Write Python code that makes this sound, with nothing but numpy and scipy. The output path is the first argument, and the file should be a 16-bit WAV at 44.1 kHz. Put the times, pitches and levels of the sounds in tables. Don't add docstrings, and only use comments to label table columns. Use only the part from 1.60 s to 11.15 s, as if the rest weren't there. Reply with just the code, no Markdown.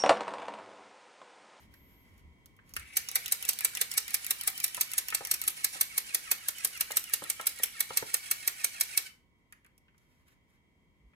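import sys
import numpy as np
from scipy import signal
from scipy.fft import rfft, irfft, next_fast_len
from scipy.io import wavfile
from scipy.ndimage import uniform_filter1d

SR = 44100
rng = np.random.default_rng(int(sys.argv[2]) if len(sys.argv) > 2 else 0)


def unload_wav(signal):
    wavfile.write(
        sys.argv[1],
        SR,
        np.round(np.clip(np.atleast_2d(signal).T, -1, 1) * 32767).astype(np.int16),
    )


N = 421141
TIME = np.arange(N) / SR

# (frequency [Hz], level [dB])
FLOOR_COLOUR = [(20, -20), (50, -0.5), (120, -3.5), (240, -5.5), (400, -13.5), (700, -21.5), (1100, -25),
                (1500, -31.5), (2300, -34), (3600, -39.5), (7000, -39), (14000, -46)]
# (time [s], level [dB])
FLOOR_LEVEL = [(0, -62), (1.2, -65), (7.4, -68), (7.7, -70.5), (9.55, -69.5)]
# (frequency [Hz], width [Hz], level at the end [dB])
HUM_BANDS = [(65.9, 12, -80.5), (1020, 89, -83), (2030, 44, -80.5), (2182, 58, -86), (3160, 50, -89)]
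# (frequency [Hz], level at the end [dB])
HUM_TONES = [(953, -89), (1066, -93), (1879, -93), (2062, -87), (2250, -84), (2815, -97), (3187, -88.5)]
HUM_SKEW = 0.087
# (start [s], length [s], level [dB])
BUMPS = [(0, .25, -67), (.54, 0.025, -58), (.625, .055, -53.5), (1.13, .11, -54.5), (9.41, .06, -63)]

# (frequency [Hz], level [dB])
ECHO_COLOUR = [(100, 2), (500, 2), (2000, 6.5), (5000, 4), (9000, -4), (15000, -4.5)]
ROOM_T60_S, ROOM_DB, TENT_T60_S, TENT_DB = 0.3, -10.5, 0.024, -4

# (start [s], length [s], level [dB])
RUBS = [(0, 0.025, -67), (.12, 0.48, -76), (1.07, 0.045, -70), (8.38, 0.22, -81.5), (8.68, 0.046, -73.5),
        (8.9, .06, -81)]
# (frequency [Hz], level [dB])
RUB_COLOUR = [(300, -8), (1800, 7.5), (3500, -1.5), (6000, -1.5), (10000, -1), (13500, 2), (15000, -12)]
GRIP_DB = -92
SQUEAK_S, SQUEAK_LENGTH_S, SQUEAK_HZ, SQUEAK_ARCH_HZ = .15, .28, 12450, 600

# (time [s], energy [dB], pitch [Hz])
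KNOCKS = [(.14, -38, 1700), (.99, -35.5, 1600), (1.166, -14, 1750), (3.177, -17.5, 1030),
          (3.525, -11, 1690), (3.609, -16.5, 850), (4.153, -26, 604), (5.306, -17.5, 750),
          (5.622, -17.5, 550), (5.798, -13.5, 980), (5.999, -24, 500), (6.306, -16, 645),
          (6.426, -14.5, 474), (7.925, -32, 1780), (8.048, -39, 1800), (8.064, -43, 1800),
          (8.283, -43, 2004), (8.345, -47.5, 1700), (8.684, -46, 2000), (9.535, -46, 1600)]
# (frequency [Hz], level [dB])
CLOTH_COLOUR = [(50, -15.5), (130, -0.5), (260, -4.5), (450, -0.5), (900, -11), (2000, -40)]

# (time [s], energy [dB])
CLICKS = [(.14, -34), (.58, -42), (0.8591, -29), (.966, -43), (1.094, -36), (1.1381, -19), (1.155, -30),
          (1.166, -10), (1.197, -21), (1.933, -11), (3.0803, -14), (4.9844, -17.5), (5.1757, -16.5),
          (5.3102, -12), (5.3196, -8), (5.4408, -14), (5.497, -18), (5.64, -13.5), (5.813, -14),
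          (5.9888, -18), (7.925, -28.5), (8.047, -44), (8.0638, -42), (8.1797, -38.5), (8.3809, -42.5),
          (8.683, -43)]
# (frequency [Hz], level [dB])
CLICK_COLOUR = [(100, -62), (700, -13.5), (2000, 1), (4000, -1), (7000, 3.5), (12000, 9), (14500, 6.5),
                (17000, -5.5)]
# (share of the cycle [1], energy [dB], scatter of the time [s])
FEED = [(.628, -8.5, .0005), (.765, -11, .003)]
FEED_ENDS_S, FEED_SCATTER_DB = 3.9, 2

# (share of the cycle [1], gear mesh rate [Hz], whine [dB], chatter [dB])
STROKE = [(0, 550.3, -40, 6.5), (.2, 691, -11.5, -1.5), (.38, 758.2, -4.5, -1.5), (.56, 759.3, -1, 7.5),
          (.7, 680, 3, 5.5), (.84, 570.3, 0.5, 5.5), (1, 535, 2.5, -1.5)]
# (multiple of the mesh rate [1], level [dB])
MESH_HARMONICS = [(2, -2), (3, -2), (4, 0), (5, -8), (6, -6), (7, -10.5), (8, -14)]
# (turning ratio [1], level [dB])
GEAR_PAIRS = [(1, 0), (.83, -14)]
# (frequency [Hz], level [dB])
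CHATTER_COLOUR = [(80, -26), (300, -20.5), (800, -9), (1150, -12), (1600, 3.5), (2600, 1), (3400, -2),
                  (6000, -2), (9000, 7.5), (12500, -3), (14500, -1.5), (16000, -17)]
MOTOR_ON_S, MOTOR_OFF_S = 1.16, 7.465
MOTOR_DB, JOLT_DB, JOLT_S, RUN_UP_S, COAST_DB_PER_S = -50, -51, .045, .24, 400
GROWL_HZ, GROWL_WIDTH_HZ, GROWL_DB, GROWL_FADE_S = 2200, 650, -62, .3

# (time [s], energy [dB])
SLAMS = [(1.369, 5.5), (1.5559, 7), (1.7216, 5), (1.8893, 5.5), (2.047, 6), (2.213, 5), (2.376, 4.5),
         (2.5426, 4.5), (2.7072, 6), (2.8745, 6), (3.0404, 5), (3.2102, 4.5), (3.3804, 5.5), (3.5468, 3.5),
         (3.7126, 5.5), (3.7392, -1.5), (3.8775, 5), (4.044, 5.5), (4.2102, 5.5), (4.378, 4.5), (4.546, 5),
         (4.7138, 6), (4.8847, 1.85), (5.047, 4.5), (5.2078, 3), (5.369, 5.5), (5.536, 5), (5.6996, 3.5),
         (5.8688, 5.5), (6.034, 6), (6.2049, 5.5), (6.372, 5), (6.541, 6), (6.712, 5), (6.8765, 5),
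         (7.0432, 5), (7.209, 6.5), (7.375, 6)]
# (frequency [Hz], width [Hz], lift [dB])
FRAME = [(346, 110, 8.5), (482, 120, 8), (778, 72, 6.5), (1080, 740, 2), (1562.7, 420, -4.5),
         (2260, 110, -1), (2930, 160, 1.5), (4300, 620, 2), (5710, 500, 3), (8260, 250, 5),
         (11100, 616, 2.5), (13680, 550, -0.5)]
# (frequency [Hz], level [dB])
BOOM_COLOUR = [(60, -27), (200, -16), (400, -9), (900, -3.5), (1800, 8), (2700, 0.5), (4000, 4.5),
               (8000, -37)]
CLACK_COLOUR = [(1200, -35.5), (2600, -3.5), (3500, -10), (4600, -3), (7000, 2), (9000, 4.5), (10500, -6),
                (15000, -27.5)]
SNAP_COLOUR = [(4000, -41), (8000, -13.5), (10000, -5.5), (11700, -6), (13300, -0.5), (14400, -7.5),
               (15500, -16.5), (17000, -27)]
FRAME_RING_HZ, FRAME_RING_WIDTH_HZ = 2230, 150
REBOUNDS_FIRST_S, REBOUNDS_LAST_S = .0052, 0.003
CLACK_DB, BOOM_DB = -5.5, -14

FRAME_LAG_S, MUZZLE_LAG_S, NOSE_LAG_S, CLOTH_LAG_S = .000488, .0003, .00018, -0.00015
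CUTOFF_HZ = 16000


def from_db(db):
    return 10 ** (np.asarray(db) / 20)


def rms_one(x):
    return x / np.sqrt(np.mean(x ** 2) + 1e-20)


def unit(x):
    return x / np.sqrt(np.sum(x ** 2, axis=-1, keepdims=True) + 1e-20)


def curve(rows, at=TIME):
    first, *columns = np.transpose(rows)
    return [np.interp(at, first, column) for column in columns]


def drift(rate):
    knots = rng.standard_normal(int(TIME[-1] * rate) + 2)
    return rms_one(np.interp(TIME * rate, np.arange(len(knots)), knots))


def response(colour, modes=(), size=8192):
    hz = np.maximum(np.fft.rfftfreq(size, 1 / SR), 1)
    points = np.array(colour, float)
    db = np.interp(np.log(hz), np.log(points[:, 0]), points[:, 1])
    for centre, width, lift_db in modes:
        db = db + lift_db / (1 + (2 * (hz - centre) / width) ** 2)
    cepstrum = irfft(np.log(from_db(db)))
    cepstrum[1:size // 2] *= 2
    cepstrum[size // 2 + 1:] = 0
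    return unit(irfft(np.exp(rfft(cepstrum))))


def through(x, impulse):
    return signal.oaconvolve(x, impulse)[:N]


def resonate(x, hz, width):
    r = np.exp(-np.pi * width / SR)
    return signal.lfilter([1, 0, -1], [1, -2 * r * np.cos(2 * np.pi * hz / SR), r * r], x)


def band_filter(x, order, hz, kind):
    return signal.sosfilt(signal.butter(order, hz, kind, fs=SR, output="sos"), x)


def add(track, s, piece):
    start = max(round(s * SR), 0)
    track[start:start + len(piece)] += piece[:N - start]


def to_microphones(x, lag_s, pan_db):
    size = next_fast_len(N, True)
    delay = np.exp(-2j * np.pi * lag_s * np.fft.rfftfreq(size, 1 / SR))
    left = np.fft.irfft(rfft(x, size) * delay)[:N]
    return np.array([left * from_db(-pan_db / 2), x * from_db(pan_db / 2)])


def contacts(count, per_s, spread_db):
    struck = rng.random(count) < per_s / SR
    signs = rng.choice([-1, 1], count)
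    return struck * signs * from_db(spread_db * np.clip(rng.standard_normal(count), -2, 2))


def swells(rows, attack_s, release_s):
    gain = np.zeros(N)
    for s, length, db in rows:
        before = np.maximum(s - TIME, 0) / attack_s
        after = np.maximum(TIME - s - length, 0) / release_s
        gain += from_db(db) * np.exp(-before - after)
    return gain


def stereo_noise(side_db):
    mid, side = rng.standard_normal((2, N))
    return np.array([mid + from_db(side_db) * side, mid - from_db(side_db) * side])


def background():
    air = rms_one(np.array([through(c, response(FLOOR_COLOUR)) for c in stereo_noise(side_db=-7)]))
    white = stereo_noise(side_db=4)
    hum = sum(from_db(db) * rms_one(resonate(white, hz, width)) for hz, width, db in HUM_BANDS)
    for hz, db in HUM_TONES:
        cycles = hz * TIME + rng.random() + HUM_SKEW * rng.standard_normal((2, 1))
        hum = hum + from_db(db) * np.sqrt(2) * np.sin(2 * np.pi * cycles + 0.31 * drift(5.6))
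    bumps = rms_one(resonate(resonate(stereo_noise(side_db=-13), 58, 41), 60, 53))
    swell = from_db(curve(FLOOR_LEVEL)[0])
    return swell * air + hum * swell / swell[-1] + swells(BUMPS, attack_s=.015, release_s=0.032) * bumps


def even(x, width_hz):
    spectrum = rfft(x, 2 * len(x))
    power = uniform_filter1d(np.abs(spectrum) ** 2, max(int(width_hz * 2 * len(x) / SR), 1))
    return unit(irfft(spectrum / np.sqrt(np.abs(power) + 1e-12))[:len(x)])


def echoes():
    t = np.arange(SR // 2) / SR
    scatter = rng.standard_normal(len(t)) * from_db(-60 * t / TENT_T60_S) * (t > .002)
    near = even(scatter, width_hz=220)
    tail = rng.standard_normal(len(t)) * (1 - np.exp(-t / 0.0058)) * from_db(-60 * t / ROOM_T60_S)
    far = even(tail, width_hz=56)
    dull = signal.lfilter(*signal.butter(1, 5000, fs=SR), far)
    far = unit(dull + (far - dull) * np.exp(-t / 0.34))
    both = (from_db(TENT_DB) * near + from_db(ROOM_DB) * far) * (t > .002)
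    return signal.oaconvolve(both, response(ECHO_COLOUR))


def room(x, count=10):
    place = TIME / TIME[-1] * (count - 1)
    shares = [np.sqrt(np.maximum(1 - np.abs(place - k), 0)) for k in range(count)]
    return np.array([sum(through(channel * share, echoes()) for share in shares) for channel in x])


def glove():
    fibres = contacts(N, per_s=4700, spread_db=0.5) * from_db(3 * drift(37))
    pressure = from_db(GRIP_DB) + swells(RUBS, attack_s=.012, release_s=0.02)
    rub = pressure * rms_one(through(fibres, response(RUB_COLOUR)))
    return to_microphones(rub, MUZZLE_LAG_S, pan_db=0.5)


def squeak(level_db, waver_hz):
    arch = np.sin(np.pi * np.clip((TIME - SQUEAK_S) / SQUEAK_LENGTH_S, 0, 1))
    hz = SQUEAK_HZ + SQUEAK_ARCH_HZ * arch + waver_hz * drift(1500)
    level = swells([(SQUEAK_S, SQUEAK_LENGTH_S, level_db)], attack_s=.006, release_s=.012)
    return level * np.sin(2 * np.pi * np.cumsum(hz) / SR)


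def knocks(decay_s, rise_s, width_hz, widening, tail_db, tail_s, thud_db):
    taps, thuds, t = np.zeros(N), np.zeros(N), np.arange(SR // 8) / SR
    decay = np.exp(-t / decay_s) + from_db(tail_db) * np.exp(-t / tail_s)
    shape = decay * (1 - np.exp(-t / rise_s))
    for s, db, hz in KNOCKS:
        reach_hz = width_hz + widening * hz
        edges_hz = [max(hz / 2, hz - reach_hz), hz + reach_hz]
        tap = band_filter(shape * rng.standard_normal(len(t)), 3, edges_hz, "band")
        add(taps, s - .001, from_db(db) * unit(tap))
        tip = np.exp(-t / 0.00096) * rng.standard_normal(len(t))
        tip = band_filter(tip, 2, [hz, hz + 1100], "band")
        add(taps, s - .001, from_db(db - 4) * unit(tip))
        thud = unit(shape * rng.standard_normal(len(t)))
        add(thuds, s - .002, from_db(db + thud_db) * 500 / hz * thud)
    return to_microphones(taps + through(thuds, response(CLOTH_COLOUR)), CLOTH_LAG_S, pan_db=-0.5)


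def beats():
    times = np.array([s for s, _ in SLAMS])
    return times[np.diff(times, prepend=0) > .1]


def feed():
    starts, events = beats(), []
    for start, end in zip(starts, starts[1:]):
        if start + .1 < FEED_ENDS_S:
            for share, db, scatter_s in FEED:
                s = start + share * (end - start) + scatter_s * rng.standard_normal()
                events.append((s, db + FEED_SCATTER_DB * rng.standard_normal()))
    return events


def clicks(settle_s, bounce_db, bounce_s):
    track, t = np.zeros(N), np.arange(SR // 50) / SR
    shake = np.exp(-t / settle_s) + from_db(bounce_db) * np.exp(-t / bounce_s)
    for s, db in CLICKS + feed():
        add(track, s - .0004, from_db(db) * unit(shake * rng.standard_normal(len(t))))
    return to_microphones(through(track, response(CLICK_COLOUR, FRAME)), MUZZLE_LAG_S, pan_db=1.6)


def motor_level():
    running_s = np.maximum(TIME - MOTOR_ON_S, 0)
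    jolt = from_db(JOLT_DB) * np.exp(-running_s / JOLT_S) * (running_s > 0)
    steady = from_db(MOTOR_DB) * (1 - np.exp(-(running_s / RUN_UP_S) ** 2))
    return (jolt + steady) * from_db(-COAST_DB_PER_S * np.maximum(TIME - MOTOR_OFF_S, 0))


def growl():
    level = swells([(MOTOR_ON_S, RUN_UP_S, GROWL_DB)], attack_s=0.005, release_s=GROWL_FADE_S)
    teeth = contacts(N, per_s=900, spread_db=4) * from_db(2.7 * drift(45))
    housing = resonate(resonate(teeth, GROWL_HZ, GROWL_WIDTH_HZ), GROWL_HZ, 2 * GROWL_WIDTH_HZ)
    return level * rms_one(housing)


def gears(whine_db, chatter_db, tooth_depth, wobble, roughness_db, tick_db):
    starts = beats()
    starts = np.r_[MOTOR_ON_S, starts, 2 * starts[-1] - starts[-2]]
    share = np.interp(TIME, starts, np.arange(len(starts))) % 1
    mesh_hz, tone_db, load_db = curve(STROKE, share)
    spin_up = 1 - .5 * np.exp(-np.maximum(TIME - MOTOR_ON_S, 0) / .12)
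    unsteady_hz = mesh_hz * spin_up * (1 + wobble * drift(9) + .008 * drift(300))
    phase = 2 * np.pi * np.cumsum(unsteady_hz) / SR
    level = motor_level()
    whine = np.zeros(N)
    for multiple, db in MESH_HARMONICS:
        for ratio, pair_db in GEAR_PAIRS:
            gain = from_db(db + pair_db + roughness_db * drift(160) + 2 * drift(30))
            whine += gain * np.sin(multiple * ratio * phase + .4 * drift(260))
    whine_colour = [(900, -24.5), (1200, -7.5), (1500, -.5), (2300, 1.5), (3300, -2.5), (5000, -2.5)]
    whine = rms_one(through(whine, response(whine_colour, FRAME)))
    whine = from_db(whine_db + tone_db) * whine * level * spin_up ** 5 + growl()
    scrape = contacts(N, per_s=7000, spread_db=4.5) * np.exp(tooth_depth * np.cos(phase))
    scrape = scrape * from_db(2 * drift(220) + 2.2 * drift(35) + load_db)
    ticks = rms_one(contacts(N, per_s=130, spread_db=3))
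    teeth = rms_one(scrape) + from_db(tick_db) * ticks
    chatter = from_db(chatter_db) * rms_one(through(teeth, response(CHATTER_COLOUR, FRAME))) * level
    body = band_filter(chatter, 2, 7500, "low")
    bright = band_filter(chatter, 2, 7500, "high")
    return (to_microphones(body, FRAME_LAG_S, pan_db=3.5)
            + to_microphones(whine, FRAME_LAG_S, pan_db=-2.5)
            - to_microphones(bright, MUZZLE_LAG_S, pan_db=-3.5))


def slams(level_db, scatter_db, lead_s, lead_db, rise_s, rebound_s, rattle_s, rattle_db, late_s):
    track, t = np.zeros(N), np.arange(-SR // 50, SR // 15) / SR
    rebound_spans_s = np.linspace(REBOUNDS_FIRST_S, REBOUNDS_LAST_S, len(SLAMS))
    scrape = from_db(lead_db) * np.exp(-np.abs(t) / lead_s)
    rattle = from_db(rattle_db) * np.exp(-np.abs(t) / rattle_s)
    for (s, db), span_s in zip(SLAMS, rebound_spans_s):
        blows = span_s * np.array([0, rng.uniform(0.28, .55), rng.uniform(0.85, 1)])
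        forces = from_db(np.array([0, -1.5, -4]) + rng.normal(0, 2.1, len(blows)))
        blows = np.r_[blows, -rng.uniform(.004, .010), rng.uniform(.007, .028, size=3)]
        forces = np.r_[forces, from_db(rng.normal(-19, 3, size=4))]
        shake = np.where(t < 0, scrape, rattle)
        for blow, force in zip(blows, forces):
            shake = shake + force * np.exp(-np.abs(t - blow) / np.where(t < blow, rise_s, rebound_s))
        strength = from_db(db + level_db + scatter_db * rng.standard_normal())
        joints = contacts(len(t), per_s=22000, spread_db=2)
        add(track, s + t[0] + late_s, strength * unit(shake * joints))
    return track


def frame_end():
    blows = slams(BOOM_DB, scatter_db=1.3, lead_s=.005, lead_db=-10, rise_s=0.0016, rebound_s=0.0027,
                  rattle_s=0.053, rattle_db=-15.5, late_s=.0003)
    return through(blows, response(BOOM_COLOUR, FRAME))


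def bolt():
    snap = slams(level_db=0, scatter_db=0.7, lead_s=.003, lead_db=-20, rise_s=.0004, rebound_s=.0014,
                 rattle_s=0.006, rattle_db=-16.5, late_s=0)
    snap = through(snap, response(SNAP_COLOUR, FRAME))
    clack = slams(CLACK_DB, scatter_db=1.27, lead_s=0.0062, lead_db=-12, rise_s=0.00036, rebound_s=.002,
                  rattle_s=0.0077, rattle_db=-20, late_s=.0002)
    clack = through(clack, response(CLACK_COLOUR, FRAME))
    rear, front = frame_end(), frame_end()
    ring = rms_one(resonate(rear, FRAME_RING_HZ, FRAME_RING_WIDTH_HZ)) * np.std(rear)
    return (from_db(-2) * to_microphones(snap, MUZZLE_LAG_S, pan_db=0.4)
            + from_db(-1.0) * to_microphones(clack, FRAME_LAG_S, pan_db=3)
            + from_db(-5.5) * to_microphones(rear, FRAME_LAG_S, pan_db=0.0)
            + from_db(-6.5) * to_microphones(front, NOSE_LAG_S, pan_db=1.5)
            + from_db(-14) * to_microphones(ring, FRAME_LAG_S, pan_db=-7.5))


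def scene():
    gun = bolt() + clicks(settle_s=0.00076, bounce_db=-19.5, bounce_s=0.005) + glove()
    drive = gears(whine_db=-8.0, chatter_db=-2, tooth_depth=0.38, wobble=.012, roughness_db=4.5,
                  tick_db=-10.0)
    cloth = knocks(decay_s=0.003, rise_s=0.0007, width_hz=320, widening=.17, tail_db=-19, tail_s=0.026,
                   thud_db=-8.0)
    wet = room(gun + from_db(4) * drive + from_db(-0.5) * cloth)
    return gun + drive + cloth + wet + background() + squeak(level_db=-69.0, waver_hz=220)


def record(dry):
    return signal.sosfilt(signal.ellip(10, .2, 80, CUTOFF_HZ, fs=SR, output="sos"), dry)


dry = scene()
out = record(dry)
unload_wav(out)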